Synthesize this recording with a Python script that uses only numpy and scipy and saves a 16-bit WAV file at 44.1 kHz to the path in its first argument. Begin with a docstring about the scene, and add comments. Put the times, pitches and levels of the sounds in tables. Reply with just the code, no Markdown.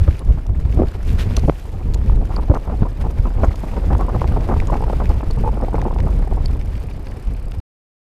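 """Wind buffets a camera on a rider's chest as a mountain bike coasts fast down a rough grassy trail.
The air rumbles on the microphone and flutters across its port; each bump throws a gust and leaves a lull.
Jolts knock the mount, loose parts clack, cables slap and the chain clinks. Underneath, tyres swish through
grass, twigs snap, stalks brush by and the freehub ticks, slowing unevenly until the sound cuts off."""
import sys
import numpy as np
from scipy import signal
from scipy.fft import rfft, irfft, next_fast_len
from scipy.io import wavfile
from scipy.ndimage import uniform_filter1d

SR = 44100
rng = np.random.default_rng(int(sys.argv[2]) if len(sys.argv) > 2 else 0)


def unload_wav(signal):
    """Save mono or channel-first audio to the path in sys.argv[1] as 16-bit WAV at rate SR, clipped to [-1, 1]."""
    wavfile.write(
        sys.argv[1],
        SR,
        np.round(np.clip(np.atleast_2d(signal).T, -1, 1) * 32767).astype(np.int16),
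    )


N = 355049
T = np.arange(N) / SR
CUT_S = 7.603


def undb(db):
    """Decibels to gain."""
    return 10 ** (np.asarray(db) / 20)


def unit(x):
    """Scale to rms 1."""
    return x / np.sqrt(np.mean(x ** 2) + 1e-18)


def curves(table):
    """Automation lanes: each column after time_s, joined by straight lines."""
    s, *columns = np.transpose(table)
    return [np.interp(T, s, column) for column in columns]


def colour(x, eq):
    """Shape x with an EQ curve (freq_hz, gain_db) that rolls off past both ends; rms 1."""
    hz, db = np.transpose(eq)
    size = next_fast_len(N)
    f = np.maximum(np.fft.rfftfreq(size, 1 / SR), 1)
    gain = undb(np.interp(np.log(f), np.log(hz), db))
    skirts = np.minimum(f / hz[0], 1) ** 2 * np.minimum(hz[-1] / f, 1) ** 2
    return unit(irfft(rfft(x, size) * gain * skirts, size)[:N])


def walk(rate):
    """Random modulator, rms 1, that glides to a new value rate times a second."""
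    return unit(np.interp(T * rate, np.arange(N // 8), rng.standard_normal(N // 8)))


def noise(eq, rough_db, rate):
    """Coloured noise whose level flickers by about rough_db, rate times a second."""
    return colour(rng.standard_normal(N) * undb(rough_db * walk(rate)), eq)


def narrow_band(hz, width_hz):
    """A narrow band of noise around a pitch curve."""
    phase = 2 * np.pi * np.cumsum(hz) / SR
    return walk(width_hz) * np.cos(phase) + walk(width_hz) * np.sin(phase)


def even(x, seconds):
    """Level out swells slower than the given time."""
    return x / np.sqrt(uniform_filter1d(x ** 2, max(int(seconds * SR), 2)) + 1e-4)


def swells(rows):
    """Envelope of rounded swells from rows of middle_s, length_s, level_db."""
    power = np.zeros(N)
    for s, length, db in rows:
        near = slice(max(int((s - length) * SR), 0), int((s + length) * SR))
        power[near] += undb(2 * db) * 2 ** .5 * np.exp(-2 * np.pi * ((T[near] - s) / length) ** 2)
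    return np.sqrt(power)


def bursts(rows, attack_s=.0013, release_s=.0038):
    """Attack, hold and release envelope from rows of start_s, length_s, level_db."""
    power, t = np.zeros(N), T[:SR // 5]
    for s, length, db in rows:
        shape = np.minimum(t / attack_s, 1) * np.exp(-np.maximum(t - length, 0) / release_s)
        add(power, s, (undb(db) * shape) ** 2)
    return np.sqrt(power)


def ring(modes, size=4096):
    """Impulse response of damped modes: freq_hz, t60_s, gain_db."""
    t = T[:size]
    return sum(undb(db) * np.exp(-np.log(1000) * t / t60) * np.sin(2 * np.pi * hz * t)
               for hz, t60, db in modes)


def grains(per_s, spread_db):
    """Random tiny impacts: many weak, a few strong."""
    sizes = undb(spread_db * np.minimum(rng.exponential(size=N), np.pi))
    return (rng.random(N) < per_s / SR) * sizes * rng.choice([-1, 1], N)


def moments(per_s):
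    """Uneven times, one somewhere in each interval."""
    count = int(CUT_S * per_s)
    return (np.arange(count) + rng.random(N // 100)[:count]) / per_s


def add(out, s, x):
    """Mix x into out at time s."""
    i = max(int(s * SR), 0)
    out[i:i + len(x)] += x[:N - i]


# shivers of the slack chain: middle_s, length_s, level_db
CHAIN_SHIVERS = [(6.79, 0.081, -62), (6.94, .03, -62), (7.1, 0.059, -61)]


def chain_jingle(pitch_hz=4660):
    """The links of the slack chain shiver against each other in a short, light shimmer."""
    links = narrow_band(np.full(N, float(pitch_hz)), width_hz=600)
    return links * undb(3 * walk(150)) * swells(CHAIN_SHIVERS)


# the coasting ratchet: time_s, clicks_per_s, level_db
RATCHET = [(0, 51, -69), (1.8, 42, -63.5), (3.5, 42, -61.5), (4.3, 44, -58.5), (4.95, 43.3, -59.5),
           (5.6, 42.4, -57.5), (6.9, 31.5, -57.5), (7.2, 38, -57.5), (7.58, 29, -57.5)]
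# ring of the hub shell: freq_hz, t60_s, gain_db
HUB_MODES = [(2410, 0.013, -0.5), (5040, 0.011, -4), (5360, 0.013, -3), (7900, 0.0055, -12),
             (8550, 0.011, -1), (9460, 0.0056, 0), (10314, 0.007, 1.5), (12310, .007, -1.5),
             (13100, .005, -3.5)]
# dry click of the pawls: freq_hz, gain_db
PAWL_EQ = [(2000, -6.5), (5000, -2), (7000, -1.5), (9500, 2), (15000, 1)]


def freehub(snap_s=.0035, wobble=.07):
    """The pawls snap a little unevenly over each tooth: a dry click and a short ring of the hub shell."""
    rate, level_db = curves(RATCHET)
    teeth_passed = np.cumsum(rate * (1 + wobble * walk(30))) / SR
    since_tooth_s = teeth_passed % 1 / rate
    snaps = rng.standard_normal(N) * np.exp(-since_tooth_s / snap_s) * undb(2 * walk(39))
    shell = unit(signal.fftconvolve(snaps, ring(HUB_MODES))[:N])
    click = undb(-5) * colour(snaps, PAWL_EQ)
    return (shell + click) * undb(level_db - 3.5)


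# crisp snap of dry wood: freq_hz, gain_db
TWIG_EQ = [(2500, -2.5), (4500, -2.5), (7000, -2), (13000, -8.5)]


def twigs(decay_s=.0027, relative_db=-14.5):
    """Dry stems break under the tyres in sparse ticks that follow the level of the grass."""
    _, grass_db = curves(TRAIL)
    breaks = np.abs(grains(per_s=27, spread_db=4.5))
    envelope = np.convolve(breaks, np.exp(-T[:512] / decay_s))[:N]
    return colour(rng.standard_normal(N) * envelope, TWIG_EQ) * undb(grass_db + relative_db)


# tall stalks brushing the bike: middle_s, length_s, rasp_db, hiss_db
STALK_BRUSHES = [(1.03, 0.01, -48, -50), (1.093, 0.064, -45, -52.5), (1.198, 0.025, -34, -47),
                 (1.223, 0.031, -37.5, -54), (1.355, 0.07, -48, -67), (1.547, 0.49, -54.5, -59),
                 (3.65, 0.28, -58, -60), (6.12, 0.2, -58, -64)]
# rasp of the stalks: freq_hz, gain_db
STALK_EQ = [(900, -6.5), (1400, 0), (2600, 1.5), (4000, -4.5), (6000, -13.5), (9000, -22.5), (15000, -28.5)]
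# hiss of their tips: freq_hz, gain_db
TIP_EQ = [(3000, -7), (6000, 2), (9000, -2), (12000, -1.5), (15000, -9.5)]


def stalks():
    """Tall stalks rasp along the frame in tiny catches while their fine tips hiss."""
    s, length, rasp_db, hiss_db = np.transpose(STALK_BRUSHES)
    rasp = noise(STALK_EQ, rough_db=4.5, rate=580) * swells(zip(s, length, rasp_db))
    hiss = noise(TIP_EQ, rough_db=3, rate=160) * swells(zip(s, length, hiss_db))
    return rasp + hiss


# the ground under the tyres: time_s, roll_db, grass_db
TRAIL = [(0, -41, -49), (.27, -42, -51), (.5, -42, -58), (.78, -34.5, -49.5), (1, -41, -53.5),
         (1.24, -38.5, -44.5), (1.68, -40.5, -58), (1.9, -40.5, -52.5), (2.7, -39.5, -52),
         (3.4, -36.5, -49.5), (3.7, -35, -49.5), (4.3, -30.5, -48.5), (5.2, -36, -48.5), (5.8, -33.5, -53),
         (6.5, -37.5, -52.5), (6.9, -40, -52.5), (7.55, -42, -56.5)]
# low roll on soil: freq_hz, gain_db
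ROLL_EQ = [(120, 5.5), (250, 5), (500, 1), (900, -5), (1400, -17), (2200, -27.5), (4000, -35.5)]
# swish of grass: freq_hz, gain_db
GRASS_EQ = [(700, 8.5), (1400, 5), (2000, 3), (2500, 2), (3600, -4.5), (5200, -7.5), (7000, -14),
            (10000, -14.5), (15000, -19)]


def tyres(unloaded_db=-1):
    """Knobs drum on the soil, softer on the rebound; grass crackles and grit pings off the bike."""
    roll_db, grass_db = curves(TRAIL)
    roll = noise(ROLL_EQ, rough_db=2.5, rate=77) * undb(roll_db + unloaded_db * rebound())
    swish = undb(2.5) * noise(GRASS_EQ, rough_db=3, rate=70)
    blade_snap = rng.standard_normal(256) * np.exp(-T[:256] / .0012)
    blades = np.convolve(grains(per_s=400, spread_db=4), blade_snap)[:N]
    crackle = undb(-6.5) * colour(blades, GRASS_EQ)
    pings = sum(np.convolve(grains(per_s=9, spread_db=4), ring([(hz, .008, 0)], size=512))[:N]
                for hz in np.geomspace(1500, 6000, num=9))
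    grit = undb(-5.5) * colour(pings, GRASS_EQ)
    return roll + (swish + crackle + grit) * undb(grass_db)


# the chain striking the frame: start_s, level_db, pitch_hz, tick_relative_db
CHAIN_HITS = [(0.1923, -49.5, 9650, 1), (.4658, -57.5, 5630, 6.5), (.8844, -51, 4570, 0),
              (1.3658, -32, 4560, -21), (1.367, -31.5, 6005, 0.5), (1.384, -47, 4360, -1),
              (1.394, -53, 4680, 9.5), (1.938, -47, 4450, 3), (1.944, -45, 7170, 7.5),
              (2.3628, -37.5, 4530, -12), (2.546, -48.5, 6317, 3), (3.4478, -50, 6650, -2),
              (3.5573, -53, 4400, 7), (4.6715, -46.5, 6920, 1), (5.0918, -48.5, 4530, -3),
              (5.3093, -40, 4550, -5), (6.4576, -33, 4550, -9)]
# ring of the struck metal: pitch_ratio, t60_s, gain_db
METAL_MODES = [(.9, 0.003, -3), (.98, 0.008, 3), (1.03, 0.0049, 2.5), (1.17, 0.0022, -20)]
# bright tick on each hit: freq_hz, gain_db
TICK_EQ = [(900, -5), (2000, 1), (5000, 4.5), (9000, -6), (15000, -14.5)]


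def chain_clinks(scrape_s=.00053, tick_s=.0024, size=512):
    """Each strike of the chain scrapes for an instant and rings a well-damped metal part."""
    out, t = np.zeros(N), T[:size]
    ticks = noise(TICK_EQ, rough_db=2.5, rate=2000)
    for k, (s, db, hz, tick_db) in enumerate(CHAIN_HITS):
        metal = ring([(min(hz * ratio, .45 * SR), t60, gain) for ratio, t60, gain in METAL_MODES], size)
        scrape = rng.standard_normal(size) * t * np.exp(-t / scrape_s)
        ping = unit(np.convolve(np.convolve(scrape, metal), metal)[:size])  # rung twice: a compact note
        tick = unit(ticks[k * size:(k + 1) * size] * np.exp(-t / tick_s))
        add(out, s, undb(db) * (ping + undb(tick_db) * tick))
    return out


def cable_chatter(per_s=5, scatter_db=2, decay_ms=1.8):
    """Light chance slaps of the cables, harder on rough ground: start_s, peak_db, decay_ms."""
    roll_db, _ = curves(TRAIL)
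    return [(s, np.interp(s, T, roll_db) + .5 + scatter_db * force, decay_ms)
            for s, force in zip(moments(per_s), rng.standard_normal(N // 100))]


# cables hitting the frame: start_s, peak_db, decay_ms
CABLE_HITS = [(.109, -32, 1.8), (.127, -31, 1.8), (.725, -29.5, 3.2), (3.531, -38, 1.47), (4.27, -35, 1.62),
              (4.2755, -26.5, 3.5), (4.6014, -14.5, 1.12), (5.056, -25.5, 1.7), (5.2438, -32, 0.73),
              (5.755, -30, 1.67), (5.8157, -22.5, 1.5), (5.9865, -29, 1.07), (6.0028, -22.5, 2),
              (6.613, -30.5, 2.2), (6.754, -31.5, 3.9), (6.778, -33, 2.5), (6.912, -35, 2),
              (7.0695, -30.5, 3), (7.519, -29, 1.23)]
# sharp crack of a cable: freq_hz, gain_db
CABLE_EQ = [(1100, -15), (1700, 5), (2300, 6.5), (3200, -4.5), (4500, -6), (6500, -14), (10000, -26),
            (15000, -26.5)]


def cable_slaps(attack_ms=.25, size=1024):
    """A cable hits the frame with a sharp click and a dry buzz that dies within milliseconds."""
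    out, t_ms = np.zeros(N), T[:size] * 1000
    buzz = even(colour(rng.standard_normal(N), CABLE_EQ), seconds=.0023)
    click = colour(signal.unit_impulse(N, 32), CABLE_EQ)[:size]
    for k, (s, db, decay_ms) in enumerate([*CABLE_HITS, *cable_chatter()]):
        envelope = (1 - np.exp(-t_ms / attack_ms)) * np.exp(-t_ms / decay_ms)
        slap = click / click.max() + undb(-3) * buzz[k * size:(k + 1) * size] * envelope
        add(out, s, undb(db) * slap / np.abs(slap).max())
    return out


# loose parts clacking on rough ground: start_s, peak_db, pitch_hz, ring_ms
CLACKS = [(2.097, -17.5, 931, 0.98), (2.394, -19.5, 910, 1.32), (3.926, -14, 900.6, 1),
          (3.9509, -12.5, 880, 0.88), (4.083, -17, 994, 2), (4.1625, -13, 787, 1.1),
          (4.217, -8.5, 1025, 1.16), (4.2433, -11, 840, 0.61), (4.363, -21, 700, 1.3),
          (4.3699, -12.5, 800, 1), (4.489, -11.5, 795, 0.5), (4.699, -13.5, 1000, 1.8),
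          (4.732, -13, 847, 0.82), (4.755, -14, 801, 1.16), (4.806, -17.5, 802, 1.7),
          (4.823, -16, 850, 1.8), (4.837, -17.5, 930, 2.3), (4.899, -11.5, 834.5, 1.28),
          (5.437, -17.5, 860, 1.23), (5.445, -17, 892, 2.1), (5.458, -15.5, 877, 5.7),
          (5.4763, -11.5, 880, 1.5), (5.489, -16, 870, 1.5), (5.602, -22, 877, 1), (5.622, -22, 895, 0.96),
          (5.638, -23.5, 950, 1.1), (5.683, -16, 789, 1.6), (5.782, -14, 798, 0.88), (5.79, -19, 895, 1.5),
          (5.825, -17.5, 768, 1.35), (5.853, -18.5, 903, 2), (5.863, -14.5, 810, 1.5),
          (5.88, -19, 860, 1.8), (5.909, -18.5, 950, 1.4), (5.962, -18, 898, 0.76),
          (6.273, -19.5, 770, 2.17), (6.325, -18, 735, 1.1)]
# tone of a loose part: pitch_ratio, gain_db
CLACK_PARTIALS = [(.55, -1.5), (1, 1.5), (1.3, -20), (2.9, -29.5)]


def loose_parts():
    """Each clack swells and dies within milliseconds; close strikes merge into a pitched rattle."""
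    out, t = np.zeros(N), T[:2048]
    for s, db, hz, ring_ms in CLACKS:
        age = t * 1000 / ring_ms
        tone = sum(undb(gain) * np.sin(2 * np.pi * (hz * ratio * t + rng.random()))
                   for ratio, gain in CLACK_PARTIALS)
        clack = age * np.exp(-age) * tone
        add(out, s, undb(db) * clack / np.abs(clack).max())
    return out


# hard jolts to the camera mount: start_s, peak_db, contact_ms
MOUNT_HITS = [(0.079, -17, 0.41), (0.795, -13, 1.8), (0.798, 2.5, 2.1), (0.8195, -0.5, 1.3),
              (1.484, -7, 1.2), (1.4964, 11.5, 1.3), (2.498, -13, 2.2), (2.503, -15.5, 1.7),
              (2.516, -12, 0.77), (2.8211, -1.5, 4.3), (3.434, 0, 0.7), (3.4389, -7.5, 0.6),
              (5.744, -8.5, 1.2)]
# boxy ring of the mount: freq_hz, t60_s, gain_db
MOUNT_MODES = [(151.4, 0.037, -3.5), (319, 0.051, -19), (475, 0.0055, 15), (692, 0.0084, 10.5),
               (1171, 0.0035, 15), (1898, .004, -22.5)]


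def mount_knocks():
    """Jolts knock the camera mount; a longer contact gives a duller thud."""
    out, mount = np.zeros(N), ring(MOUNT_MODES)
    t_ms = T[:512] * 1000
    for s, db, contact_ms in MOUNT_HITS:
        push = np.exp(-(4 * (t_ms - contact_ms / 2) / contact_ms) ** 2)
        knock = np.convolve(mount, push)
        add(out, s, undb(db) * knock / np.abs(knock).max())
    return out


# low thumps from bumps in the trail: middle_s, level_db, pitch_hz
TRAIL_BUMPS = [(0.021, -6, 78.4), (0.088, -7.5, 66), (0.2957, -9, 62.6), (0.313, -6, 66),
               (0.503, -11.5, 69.5), (.655, -12.5, 72), (0.778, -8.5, 60.5), (1.383, -12, 64.5),
               (1.449, -4, 74.6), (2.11, -8, 49.7), (2.505, -1.5, 80), (2.822, -7.5, 79.6),
               (3.197, -7, 71.7), (3.399, -8, 70), (3.432, -7.5, 55.1), (3.49, -12, 66.7),
               (3.95, -10, 67.3), (5.098, -10.5, 60.53), (7.283, -17, 45), (7.584, -12, 68.9)]


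def bumps(cycles=.97):
    """Each bump heaves the camera through a swing or two of air pressure."""
    out, t = np.zeros(N), np.arange(-SR // 10, SR // 10) / SR
    for s, db, hz in TRAIL_BUMPS:
        swing = np.exp(-(2 * t * hz / cycles) ** 2) * np.sin(2 * np.pi * hz * t)
        add(out, s + t[0], undb(db + 3.5) * swing[s + t >= 0])
    return out


def rebound(delay_s=.14, length_s=.055):
    """How far the rider has rebounded from a bump, 0 to 1."""
    return np.minimum(swells((s + delay_s, length_s, 0) for s, _, _ in TRAIL_BUMPS), 1)


def small_eddies(centre_hz, per_s=15, typical_s=.00898, scatter_db=4):
    """Small eddies shed at uneven intervals, as rows like those of STRONG_EDDIES."""
    _, eddy_db = curves(AIRFLOW)
    start_s = moments(per_s)
    stretch, force, depth, detune = rng.uniform(-1.06, 1, (N // 100, 4))[:len(start_s)].T
    length_s = typical_s * 2 ** stretch
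    level_db = np.interp(start_s, T, eddy_db) + scatter_db * force
    body_db = 6 + scatter_db * depth
    pitch_hz = centre_hz * (1 + .2 * detune)
    return np.transpose([start_s, length_s, level_db, body_db, pitch_hz])


# strong eddies crossing the microphone port: start_s, length_s, level_db, body_relative_db, pitch_hz
STRONG_EDDIES = [(.077, 0.0068, -26.5, 0, 496), (.293, 0.021, -42.5, 14, 656),
                 (.773, 0.0051, -33, 12.5, 695), (.789, 0.019, -31.5, 18, 632),
                 (.819, 0.021, -36, 17.5, 597), (1.367, .017, -35.5, 9, 699.4),
                 (1.478, 0.012, -32.5, 15, 628), (2.208, 0.025, -40.5, 11, 697),
                 (2.294, 0.024, -36, -12, 814), (2.364, 0.033, -34, 4, 855),
                 (2.497, 0.023, -35.5, 19.5, 646), (2.53, 0.043, -29, 1.5, 626),
                 (2.67, 0.073, -36, 4.5, 779), (2.82, 0.014, -33, 13, 623), (2.848, 0.022, -34.5, 3, 920),
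                 (3.038, 0.034, -35, 4, 873), (3.248, 0.034, -34.5, 7, 924), (3.385, 0.08, -38.5, 8, 749),
                 (3.433, 0.014, -21.5, 0, 862), (3.632, 0.013, -32, 6, 953), (3.765, 0.018, -32, 8, 636),
                 (3.902, 0.034, -29, 3.5, 798), (3.992, 0.036, -29, 2.5, 1100), (4.362, 0.012, -30, 9, 590),
                 (4.489, 0.05, -28, 5.5, 998), (4.718, 0.027, -25.5, -0.5, 820),
                 (4.898, 0.0079, -31, 9, 698), (4.925, 0.012, -32, 8, 749), (5.095, 0.011, -32.5, 5, 864),
                 (5.62, 0.027, -35.5, 12.5, 696), (5.742, 0.0058, -26, 11, 844),
                 (5.853, 0.02, -34.5, 13.5, 815)]
# midrange sputter of an eddy: freq_hz, gain_db
SPUTTER_EQ = [(250, -34.5), (450, 1.5), (700, 5.5), (950, 3), (1250, -1.5), (1600, -16), (2400, -28),
              (4000, -56)]
# its brighter, tearing rasp: freq_hz, gain_db
RASP_EQ = [(1000, -1), (1400, 3.5), (2200, -14), (3500, -32), (6000, -28.5)]
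# its low body: freq_hz, gain_db
BODY_EQ = [(90, -24), (170, 0.5), (300, -5), (450, -8.5), (700, -17.5), (1500, -47)]


def wind_flutter(centre_hz=835, tail_s=2 * .0038):
    """Short eddies sputter across the port, each with a hollow note and a low body; strong ones rasp."""
    s, length, db, body_db, hz = np.vstack([STRONG_EDDIES, small_eddies(centre_hz)]).T
    pitch = np.full(N, float(centre_hz))
    for k in np.argsort(db):  # where eddies overlap, the strongest sets the pitch
        pitch[int(s[k] * SR):int((s[k] + length[k] + tail_s) * SR)] = hz[k]
    strength = bursts(zip(s, length, db))
    sputter = noise(SPUTTER_EQ, rough_db=6, rate=220)
    hollow_note = undb(-7) * narrow_band(pitch, width_hz=180)
    mids = undb(2.5) * even(sputter + hollow_note, seconds=.019) * strength
    rasp = undb(17) * noise(RASP_EQ, rough_db=5.5, rate=210) * strength ** 2
    body = even(noise(BODY_EQ, rough_db=1, rate=110), seconds=.013)
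    return mids + rasp + undb(1) * body * bursts(zip(s, length, db + body_db))


# airflow past the microphone: time_s, rumble_db, small_eddy_db
AIRFLOW = [(0, -13, -56), (.15, -15.5, -52), (.21, -25, -47), (.27, -13.5, -42), (.45, -16, -46),
           (.52, -12, -44.5), (.82, -11.5, -54), (.95, -23, -47), (1.15, -10.5, -42), (1.33, -15, -51),
           (1.48, -13, -32), (1.58, -24.5, -54), (1.78, -23.5, -43.5), (1.87, -16.5, -49),
           (2.1, -13, -39.5), (2.45, -15.5, -42), (2.6, -20, -41), (2.72, -14, -42), (2.95, -19.5, -39),
           (3.22, -15, -51), (3.48, -12, -33), (3.56, -21, -38), (3.72, -18, -35), (3.8, -13, -52),
           (3.97, -14.5, -42), (4.12, -15.5, -32), (4.35, -13, -37.5), (5, -13.5, -32.5),
           (5.25, -16, -34.5), (5.85, -14, -34), (6.45, -14.5, -41.5), (6.68, -16, -44.5), (6.79, -21, -58),
           (7.22, -24.5, -62), (7.3, -17, -50), (7.55, -23.5, -60)]
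# deep wind rumble: freq_hz, gain_db
RUMBLE_EQ = [(11, -14.5), (18, -2), (38, 3.5), (58, 0.5), (122, -12.5), (229, -23.5), (346, -31),
             (422, -31.5), (515, -35), (700, -49.5), (910, -61), (1540, -120)]


def wind_rumble(gust_s=.022, gust_db=-6.5, lull_db=-4):
    """Slow pressure waves on the microphone surge with each bump and slacken as the rider rebounds."""
    level_db, _ = curves(AIRFLOW)
    gusts = swells((s, gust_s, db + gust_db) for s, db, _ in TRAIL_BUMPS)
    headwind = undb(level_db + lull_db * rebound() + 2 * walk(22))
    rumble = even(noise(RUMBLE_EQ, rough_db=.5, rate=51), seconds=.05)
    return rumble * np.hypot(headwind, gusts) * undb(-1.5)


def scene():
    """A close, dry mono mix: everything reaches the one microphone with no echo."""
    air = wind_rumble() + wind_flutter() + bumps()
    bike = mount_knocks() + loose_parts() + chain_clinks() + cable_slaps() + chain_jingle() + freehub()
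    return (air + bike + tyres() + twigs() + stalks())[None]


def record(dry, ceiling=1.0, top_hz=15200):
    """The hardest knocks overload the camera; the sound stops abruptly and the top end is cut."""
    soft_clipped = dry / (1 + (dry / ceiling) ** 6) ** (1 / 6)
    gate = np.clip((CUT_S - T) / .002, 0, 1)
    lowpass = signal.ellip(8, .2, 70, top_hz, fs=SR, output="sos")
    return signal.sosfilt(lowpass, soft_clipped * gate)


dry = scene()
out = record(dry)
unload_wav(out)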